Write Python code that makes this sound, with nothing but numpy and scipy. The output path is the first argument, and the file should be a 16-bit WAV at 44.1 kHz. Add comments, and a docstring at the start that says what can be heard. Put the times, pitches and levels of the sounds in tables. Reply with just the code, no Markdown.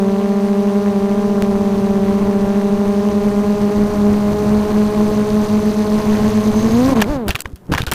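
"""A throbbing propeller buzz in gusty wind: a small quadcopter, heard from its own camera, flies low
over a desert wash. It dives, revs up, clips a bush and stalls, then bounces and tumbles on gravel.
Each passing blade sends out a pressure pulse, and rotors at slightly different speeds beat together.
Turbulence adds swish and hiss, the motors whine, and wind buffets the microphone. In the crash,
impacts excite the damped modes of the plastic frame and camera case, and friction rattles the grit."""
import sys
import numpy as np
from scipy import signal
from scipy.fft import rfft, irfft
from scipy.io import wavfile

SR = 44100
rng = np.random.default_rng(int(sys.argv[2]) if len(sys.argv) > 2 else 0)


def unload_wav(signal):
    """Save mono or channel-first audio to the path in sys.argv[1] as 16-bit WAV at rate SR, clipped to [-1, 1]."""
    wavfile.write(
        sys.argv[1],
        SR,
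        np.round(np.clip(np.atleast_2d(signal).T, -1, 1) * 32767).astype(np.int16),
    )


N = 350154
TIME = np.arange(N) / SR
STRIKE_S, POWER_OFF_S, GROUND_S = 7.015, 7.165, 7.278  # a branch is hit, motors are cut, the frame lands

# Airspeed, from 0 (cruising) to 1 (fastest), rising until the bush stops it: time_s, dive_fraction
AIRSPEED = [(0, 0.11), (2.8, 0.2), (3.6, 0.34), (4.5, 0.44), (5.6, 0.66), (6.75, 0.91), (6.92, 0.87),
            (7.05, 0)]
# Level laws of the close rotors: cruise_db, dive_db, octave_db, strike_db, off_db, ground_db
NEAR_LEVEL = (-17.5, 0.5, 5, -6, -1, -28)
SECOND_LEVEL = (-20.5, 1.5, -0.5, -24, -11, -30)
# Level law of the motor whine: same columns
WHINE_LEVEL = (-59, 6, 11, -9, -23, -20)

def propellers(far_db=-18, shell_hz=1085, shell_width_hz=99, dip_s=6.946):
    """Beating: two close rotors throb at their difference frequency; two far ones wander around them."""
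    near_hz, second_hz = rotor_speeds()
    near_db, second_db = level(NEAR_LEVEL, near_hz), level(SECOND_LEVEL, second_hz)
    whine_db = level(WHINE_LEVEL, second_hz)
    dive, = follow(AIRSPEED)
    wobble_db = -38 + 29.5 * dive  # shaft imbalance, relative to the blade tone
    near_cycles, second_cycles = np.cumsum(near_hz) / SR, np.cumsum(second_hz) / SR + .5
    out = rotor(near_cycles, near_db, wobble_db, dull_db=-1)
    out += rotor(second_cycles, second_db, wobble_db, dull_db=3.5)
    shell = signal.iirpeak(shell_hz, shell_hz / shell_width_hz, fs=SR)
    out += gain_of(1) * dive * signal.lfilter(*shell, out)  # the frame resonates as the dive shakes it
    out += whine(second_hz, whine_db) + whine(near_hz, whine_db - 3)
    out += turbulence(near_cycles, second_cycles, near_hz)
    for hz in (near_hz, second_hz):
        far_hz = hz * (1.005 + .018 * drift(2))
        out += rotor(np.cumsum(far_hz) / SR, second_db + far_db, wobble_db, dull_db=-2.5)
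        out += whine(far_hz, whine_db - 7)
    return out * gain_of(-12 * swell(dip_s, half_s=0.007))  # a brief dip on entering the bush

# The near rotor in flight: time_s, blade_rate_hz
FLIGHT_RATE = [(0, 194.4), (.5, 200.1), (.74, 199), (.84, 202.5), (.96, 197.1), (1.22, 201.7), (1.5, 198.1),
               (2.0, 196.1), (2.5, 198.5), (3.4, 203.8), (4.3, 206.9), (4.55, 209), (6.1, 209.1),
               (6.56, 211.8)]
# It pulls up, is slowed by twigs, races free, runs down and twitches once more: time_s, blade_rate_hz
CRASH_RATE = [(6.72, 221.6), (6.891, 272.8), (6.925, 261.6), (6.96, 225.4), (7.056, 198.2), (7.1, 293.4),
              (7.124, 303), (7.25, 201.5), (7.45, 145.5), (7.591, 197), (7.701, 160.4)]
# How far the second rotor's blade rate exceeds the near one's: time_s, beat_hz
BEAT_RATE = [(0, 19.6), (.88, 8.9), (1.0, 13.3), (1.45, 17.1), (1.74, 17.2), (2.87, 12), (3.66, 6.8),
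             (4.25, .6), (4.6, 4.4), (4.85, 3.7), (5.03, 6), (5.49, 5.3), (5.68, 8.9), (6.04, 5.4),
             (6.7, 12.6), (6.76, 2), (6.86, 1.5), (6.935, 27), (7.0, 2)]

def rotor_speeds(trim_hz=0.597, stall_decay_s=0.36):
    """Blade-pass frequencies: the second rotor leads until the branch stalls it into exponential decay."""
    trim = trim_hz * drift(4.8)  # nudges from the flight controller
    near_hz = follow(FLIGHT_RATE + CRASH_RATE)[0] + trim
    beat_hz, = follow(BEAT_RATE)
    driven_hz = np.interp(np.minimum(TIME, STRIKE_S), TIME, near_hz + beat_hz)
    return near_hz, driven_hz * np.exp(-np.maximum(TIME - STRIKE_S, 0) / stall_decay_s)

def rotor(cycles, level_db, wobble_db, dull_db, lean_dull_db=3.5):
    """Rotational noise of two blades: their imbalance adds lines at 1 and 3 times the shaft rate."""
    dive, = follow(AIRSPEED)
    jittered = cycles + (0.0047 + 0.0072 * dive) * drift(42)
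    upright = blade_pulses(jittered, dull_db)
    leaning = blade_pulses(jittered, dull_db + lean_dull_db)  # the dive turns the blades off axis
    pulses = (1 - dive) * upright + dive * leaning
    shaft = gain_of(wobble_db) * (np.cos(np.pi * cycles) + gain_of(-18) * np.cos(3 * np.pi * cycles))
    flutter_db = (.5 + 0.72 * dive) * drift(37)
    return gain_of(level_db + flutter_db) * (pulses + shaft)

# Spectrum of a passing blade's pressure pulse: harmonic_number, level_db
BLADE_HARMONICS = [(1, 0), (2, -5), (3, -12), (4, -18), (5, -23.5), (6, -27.5), (8, -36), (12, -46),
                   (20, -48)]

def blade_pulses(cycles, dull_db, count=20):
    """Fourier series of one pulse per blade; directivity takes off dull_db per octave."""
    cycle = np.linspace(0, 1, 1024)
    pulse = sum(gain_of(read(BLADE_HARMONICS, k) - dull_db * np.log2(k)) * np.cos(2 * np.pi * k * cycle)
                for k in range(1, count + 1))
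    return np.sqrt(2) * np.interp(cycles % 1, cycle, pulse)

def level(law, hz, cruise_hz=205):
    """Level law in dB: linear in airspeed and log rotor speed, falling at each stage of the crash."""
    cruise_db, dive_db, octave_db, strike_db, off_db, ground_db = law
    dive, = follow(AIRSPEED)
    crash_db = strike_db * after(STRIKE_S, ramp_s=0.016)
    crash_db += off_db * after(POWER_OFF_S, ramp_s=0.022)
    crash_db += ground_db * after(GROUND_S, ramp_s=0.074)
    return cruise_db + dive_db * dive + octave_db * np.log2(hz / cruise_hz) + crash_db

# Spectra of the blades' turbulent noise: frequency_hz, relative_density_db
SWISH_SPECTRUM = [(150, -17), (260, -5), (500, -2.5), (800, 0), (950, -1.5), (1070, 4.5), (1220, -9),
                  (1800, -8.5), (2800, -13.5), (5000, -31), (9000, -33)]
HISS_SPECTRUM = [(1200, -0.5), (2800, -3.5), (4300, 2), (5500, -2), (6200, 0.5), (7000, -5), (9000, -9.5),
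                 (11000, -11.5), (13300, -9.5), (15300, -23), (16000, -30)]
# Their level laws: cruise_db, dive_db, octave_db, strike_db, off_db, ground_db
SWISH_LEVEL = (-34, 1.5, 6, -15, -7, -25)
HISS_LEVEL = (-41.5, 2.5, 9, -0.5, -17, -25)

def turbulence(near_cycles, second_cycles, hz):
    """Noise modulated at the blade rate: broad puffs of swish, short spits of hiss that rasp with speed."""
    dive, = follow(AIRSPEED)
    gust_db = sum(db * swell(s, half_s) for s, half_s, _, db in AIR_GUSTS)
    swish_gate = .5 + puffs(near_cycles, sharpness=2.1) + .5 * puffs(second_cycles, sharpness=0.81)
    spits = puffs(second_cycles, sharpness=11, uneven_db=1.5) + 0.11 * puffs(near_cycles, sharpness=14)
    hiss_gate = 1 + (0.93 + 4.8 * dive) * spits
    swish = coloured(swish_gate * rng.standard_normal(N), SWISH_SPECTRUM)
    swish *= gain_of(level(SWISH_LEVEL, hz) + gust_db + 0.51 * drift(20))
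    hiss = coloured(hiss_gate * rng.standard_normal(N), HISS_SPECTRUM)
    hiss *= gain_of(level(HISS_LEVEL, hz) + 0.55 * drift(23))
    return swish + hiss

def puffs(cycles, sharpness, uneven_db=4.0):
    """Envelope of the turbulent wake behind each blade, no two equally strong."""
    return np.exp(sharpness * (np.cos(2 * np.pi * cycles) - 1)) * gain_of(uneven_db * drift(115))

# How the arms transmit motor vibration: frequency_hz, gain_db
ARM_RESPONSE = [(4500, -12), (5900, -3), (6100, 1), (6300, 10), (6550, 8), (7000, -10), (8400, -4),
                (9000, 0), (9300, -7), (12000, -18)]

def whine(hz, level_db, orders=(28, 42), flutter_db=2.5):
    """Forced vibration: magnet poles passing the coils sing, and squeal at the resonances of the arm."""
    cycles = np.cumsum(hz) / SR + .002 * drift(90) + .02 * drift(9)
    tones = np.zeros(N)
    for k in orders:
        tone_db = read(ARM_RESPONSE, k * hz) + flutter_db * drift(8.3)
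        tones += gain_of(tone_db) * np.cos(2 * np.pi * k * cycles)
    return gain_of(level_db) * tones

# Blows on the frame, stiffer parts ringing higher: start_s, knock_db, crack_db, pitch_ratio
IMPACTS = [(7.0165, -7, -9.5, 1.27), (7.021, -2, -16, 0.97), (7.0197, -5.5, -20, 1.15),
           (7.0229, -6, -15, 1.05), (7.0413, -17, -33, 1.4), (7.2827, -16, -9, 1.3), (7.291, -9, -17, 0.8),
           (7.3063, -5, -12, 1.83), (7.3107, -13, -29, 1.85), (7.314, -15, -29, 1.8),
           (7.349, -17, -34, 0.77), (7.354, -6.5, -17, 1.6), (7.36, -10, -19, 1.2), (7.393, -23, -25, 1),
           (7.4053, -24, -10, 1.5), (7.4185, -25, -16, 1.1), (7.457, -13, -35, 1.09),
           (7.559, -40, -29, 1.2), (7.7377, -3, -20, 1.02), (7.749, -8, -20, 1.01), (7.756, -14, -38, 1.24),
           (7.765, -19, -37, 1.2), (7.781, -2, -17, 1.08), (7.8186, -11, -18, 2.53),
           (7.837, -18.5, -29, 0.87), (7.866, -15.5, -18, 2.5), (7.9148, -21, -6.5, 1.7),
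           (7.92, -4, -6, 1.26), (7.9248, -5.5, -19, .95), (7.935, -17, -11, 1.4)]
# Modes of the frame and camera case at pitch ratio 1: pitch_hz, relative_level_db, t60_s
FRAME_MODES = [(974, 0.5, 0.014), (1473, -2.5, 0.015), (1720, 4, 0.0062), (2250, -0.5, 0.0066),
               (2760, -9.5, 0.018), (3320, -8.5, 0.013), (4600, -12, 0.015), (5530, -12, 0.021),
               (6100, -16, 0.024), (7200, -17, .014), (9050, -26, .014)]

def knocks(crack_t60_s=0.012, hardness=0.29, contact_s=0.00016, stiffness_db=11):
    """Modal ringing: each blow cracks and rings the frame; harder contacts favour the higher modes."""
    out, t = np.zeros(N), np.arange(SR // 10) / SR
    hz, db, t60 = np.transpose(FRAME_MODES)[:, :, None]
    treble = signal.butter(2, 2800, "high", fs=SR, output="sos")
    for s, knock_db, crack_db, pitch in IMPACTS:
        scatter_db, detune, phase = rng.standard_normal((3, len(FRAME_MODES), 1))
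        tilt_db = hardness * (crack_db - knock_db + 7.5) * np.log2(hz / hz[0])
        tilt_db -= stiffness_db * np.log2(pitch) * abs(np.log2(hz / hz[1]))  # stiff parts favour one note
        modes = np.sin(2 * np.pi * (hz * pitch * (1 + 0.0051 * detune) * t + phase))
        decay_db = 60 * t * np.sqrt(pitch) / t60
        ring = (gain_of(db + tilt_db + scatter_db - decay_db) * modes).sum(0)
        ring *= 1 - np.exp(-t / contact_s)  # the plastic yields before it rings
        crack = signal.sosfilt(treble, rng.standard_normal(len(t))) * gain_of(-60 * t / crack_t60_s)
        add(out, s, gain_of(knock_db) * ring / abs(ring).max() + gain_of(crack_db - 3.5) * crack)
    return out

# Dull thumps of the whole body: start_s, level_db, pitch_hz
BODY_JOLTS = [(7.096, -8.5, 39.8), (7.159, -11, 130), (7.293, -9, 56), (7.306, -12, 72.7),
              (7.348, -12.5, 110), (7.455, -15.5, 71.5), (7.534, -16, 65.8), (7.692, -11, 170),
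              (7.713, -6.5, 131), (7.727, -8, 150), (7.753, -9, 110), (7.805, -6, 121), (7.83, -9.5, 131),
              (7.874, -10.5, 65.2), (7.92, -11, 140)]

def jolts(decay_per_cycle=1.7):
    """Heavily damped oscillation: the jolted body swings for only a cycle or two."""
    out, t = np.zeros(N), np.arange(SR // 8) / SR
    for s, db, hz in BODY_JOLTS:
        add(out, s, gain_of(db) * np.sin(2 * np.pi * hz * t) * np.exp(-decay_per_cycle * hz * t))
    return out

# Skids through twigs and gravel: start_s, length_s, grit_db, rub_db
SLIDES = [(6.962, 0.06, -33, -19), (7.005, .012, -20, -25), (7.02, 0.017, -20, -29), (7.06, 0.17, -47, -42),
          (7.279, 0.064, -24.5, -33), (7.346, 0.036, -29, -30), (7.387, 0.031, -32, -39),
          (7.447, 0.038, -42, -35), (7.5, 0.074, -57, -38), (7.557, 0.06, -52, -54),
          (7.698, 0.036, -59, -20), (7.717, 0.057, -22.5, -19), (7.776, 0.048, -20.5, -26),
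          (7.827, 0.03, -32, -30), (7.868, 0.042, -26, -39), (7.914, .06, -22, -22)]
# Spectra of rattling gravel and of the rubbing case: frequency_hz, relative_density_db
GRAVEL_SPECTRUM = [(150, -5), (500, 10), (1000, 3), (1500, 9.5), (2100, -1), (3000, 3), (4500, -4),
                   (8000, -12.5), (14000, -16), (16000, -19)]
RUB_SPECTRUM = [(100, -8), (200, 12), (310, 5.5), (480, 2), (800, -21), (1500, -26), (4000, -59)]

def skids(grains_per_s=8000, spread_db=4.5, fade_db=15):
    """Friction noise: grit and twigs rattle on the rubbing case, dying away as each skid slows."""
    grains = rng.standard_normal(N) * (rng.random(N) < grains_per_s / SR) * grain_sizes(spread_db)
    grit, rubbing = np.zeros((2, N))
    for s, length_s, grit_db, rub_db in SLIDES:
        progress = np.linspace(0, 1, int(length_s * SR))
        pressure = gain_of(1 - fade_db * progress) * signal.windows.tukey(len(progress), .08)
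        add(grit, s, gain_of(grit_db) * pressure)
        add(rubbing, s, gain_of(rub_db) * pressure)
    rattle = grit * coloured(grains, GRAVEL_SPECTRUM)
    return rattle + rubbing * coloured(rng.standard_normal(N), RUB_SPECTRUM)

# Gusts, lulls and the swings of the tumble: centre_s, half_width_s, buffeting_db, swish_db
AIR_GUSTS = [(0.347, 1, -3, -1), (1.7, 0.64, 5, -1), (2.277, 0.12, 2, 1.5), (4.236, 0.88, 6, -1.5),
             (4.644, 0.16, 1.5, 1.5), (6.14, 0.17, 1.5, 5), (6.38, 0.051, -11, 2), (6.532, 0.11, 3.5, 0.5),
             (6.86, 0.082, 2.5, -1), (7.076, 0.15, 7, 10.5), (7.299, 0.03, 16.5, 0), (7.486, 0.046, 10, 0),
             (7.749, 0.082, 23.5, 0), (7.934, 0.056, 16, 0)]
# Spectrum of the buffeting: frequency_hz, relative_density_db
WIND_SPECTRUM = [(10, 3), (25, -11), (50, -3), (85, 0), (130, -1.5), (200, -1.5), (300, -5), (500, -11.5),
                 (1200, -19), (5000, -51), (15000, -45)]

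def wind(cruise_db=-33.5, dive_db=10.5, ground_db=-15):
    """Turbulent pressure on the microphone: it grows with the dive, swells in gusts, drops on landing."""
    dive, = follow(AIRSPEED)
    gust_db = sum(db * swell(s, half_s) for s, half_s, db, _ in AIR_GUSTS)
    wind_db = cruise_db + dive_db * dive + ground_db * after(GROUND_S, ramp_s=0.06) + gust_db
    return coloured(rng.standard_normal(N), WIND_SPECTRUM) * gain_of(wind_db + 1.67 * drift(10.2))

def click(start_s=1.4233, level_db=-4, decay_s=0.0008):
    """A single sharp click: a sudden step that dies away quickly."""
    out, t = np.zeros(N), np.arange(SR // 100) / SR
    add(out, start_s, -gain_of(level_db) * np.exp(-t / decay_s))
    return out

# Spectrum of sand ticking on the case: frequency_hz, relative_density_db
SAND_SPECTRUM = [(500, -12), (2500, 0), (7000, -2), (15000, -10)]

def loose_grit(start_s=6.6, per_s=45, level_db=-50, spread_db=3, decay_s=0.0015):
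    """Shot noise: thrown sand and small stones tick on the case from just before the crash onward."""
    hits = (rng.random(N) < per_s / SR) * after(start_s, ramp_s=.02) * grain_sizes(spread_db)
    ticks = signal.lfilter([1], [1, -np.exp(-1 / (decay_s * SR))], hits + 1e-12)
    return gain_of(level_db) * ticks * coloured(rng.standard_normal(N), SAND_SPECTRUM)

def grain_sizes(spread_db):
    """Random gains, exponentially distributed in dB and capped: many small, few large."""
    return gain_of(spread_db * np.minimum(rng.exponential(1, N), 3))

def gain_of(db):
    """Decibels as an amplitude ratio."""
    return 10 ** (np.asarray(db) / 20)

def unit_rms(x):
    """Scales to rms 1."""
    return x / np.sqrt(np.mean(x ** 2) + 1e-20)

def follow(rows):
    """Interpolates a curve's columns at every sample."""
    s, *columns = np.transpose(rows)
    return [np.interp(TIME, s, c) for c in columns]

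def read(points, at):
    """Interpolates a spectrum along a logarithmic axis."""
    f, value = np.transpose(points)
    return np.interp(np.log(at + 1e-6), np.log(f), value)

def coloured(x, spectrum):
    """Filters x by a spectrum, at rms 1."""
    response = gain_of(read(spectrum, np.fft.rfftfreq(N, 1 / SR)))
    return unit_rms(irfft(rfft(x) * response, N))

def drift(hz):
    """Random fluctuation of rms 1, low-passed at hz."""
    coarse_s = np.arange(0, N, 64) / SR
    lowpass = signal.butter(2, hz, fs=SR / 64, output="sos")
    return np.interp(TIME, coarse_s, unit_rms(signal.sosfilt(lowpass, rng.standard_normal(len(coarse_s)))))

def after(s, ramp_s):
    """A ramp from 0 to 1, starting at time s."""
    return np.clip((TIME - s) / ramp_s, 0, 1)

def swell(s, half_s):
    """A Gaussian hump of height 1 around time s."""
    return np.exp(-((TIME - s) / half_s) ** 2)

def add(mix, s, sound):
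    """Mixes a sound in at time s."""
    part = mix[round(s * SR):][:len(sound)]
    part += sound[:len(part)]

def scene(floor_db=-63):
    """Superposition of the flight, the crash and the camera's faint steady hiss."""
    floor = gain_of(floor_db) * rng.standard_normal(N)
    return (propellers() + wind() + knocks() + jolts() + skids() + loose_grit() + click() + floor)[None]

def record(dry, ceiling=.92, cutoff_hz=15500):
    """Soft saturation and low-pass filtering: the camera rounds off peaks and limits the band."""
    limited = dry / (1 + (dry / ceiling) ** 8) ** (1 / 8)
    lowpass = signal.firwin(255, cutoff_hz, window=("kaiser", 9), fs=SR)
    return signal.oaconvolve(limited, lowpass[None], "same")

dry = scene()
out = record(dry)
unload_wav(out)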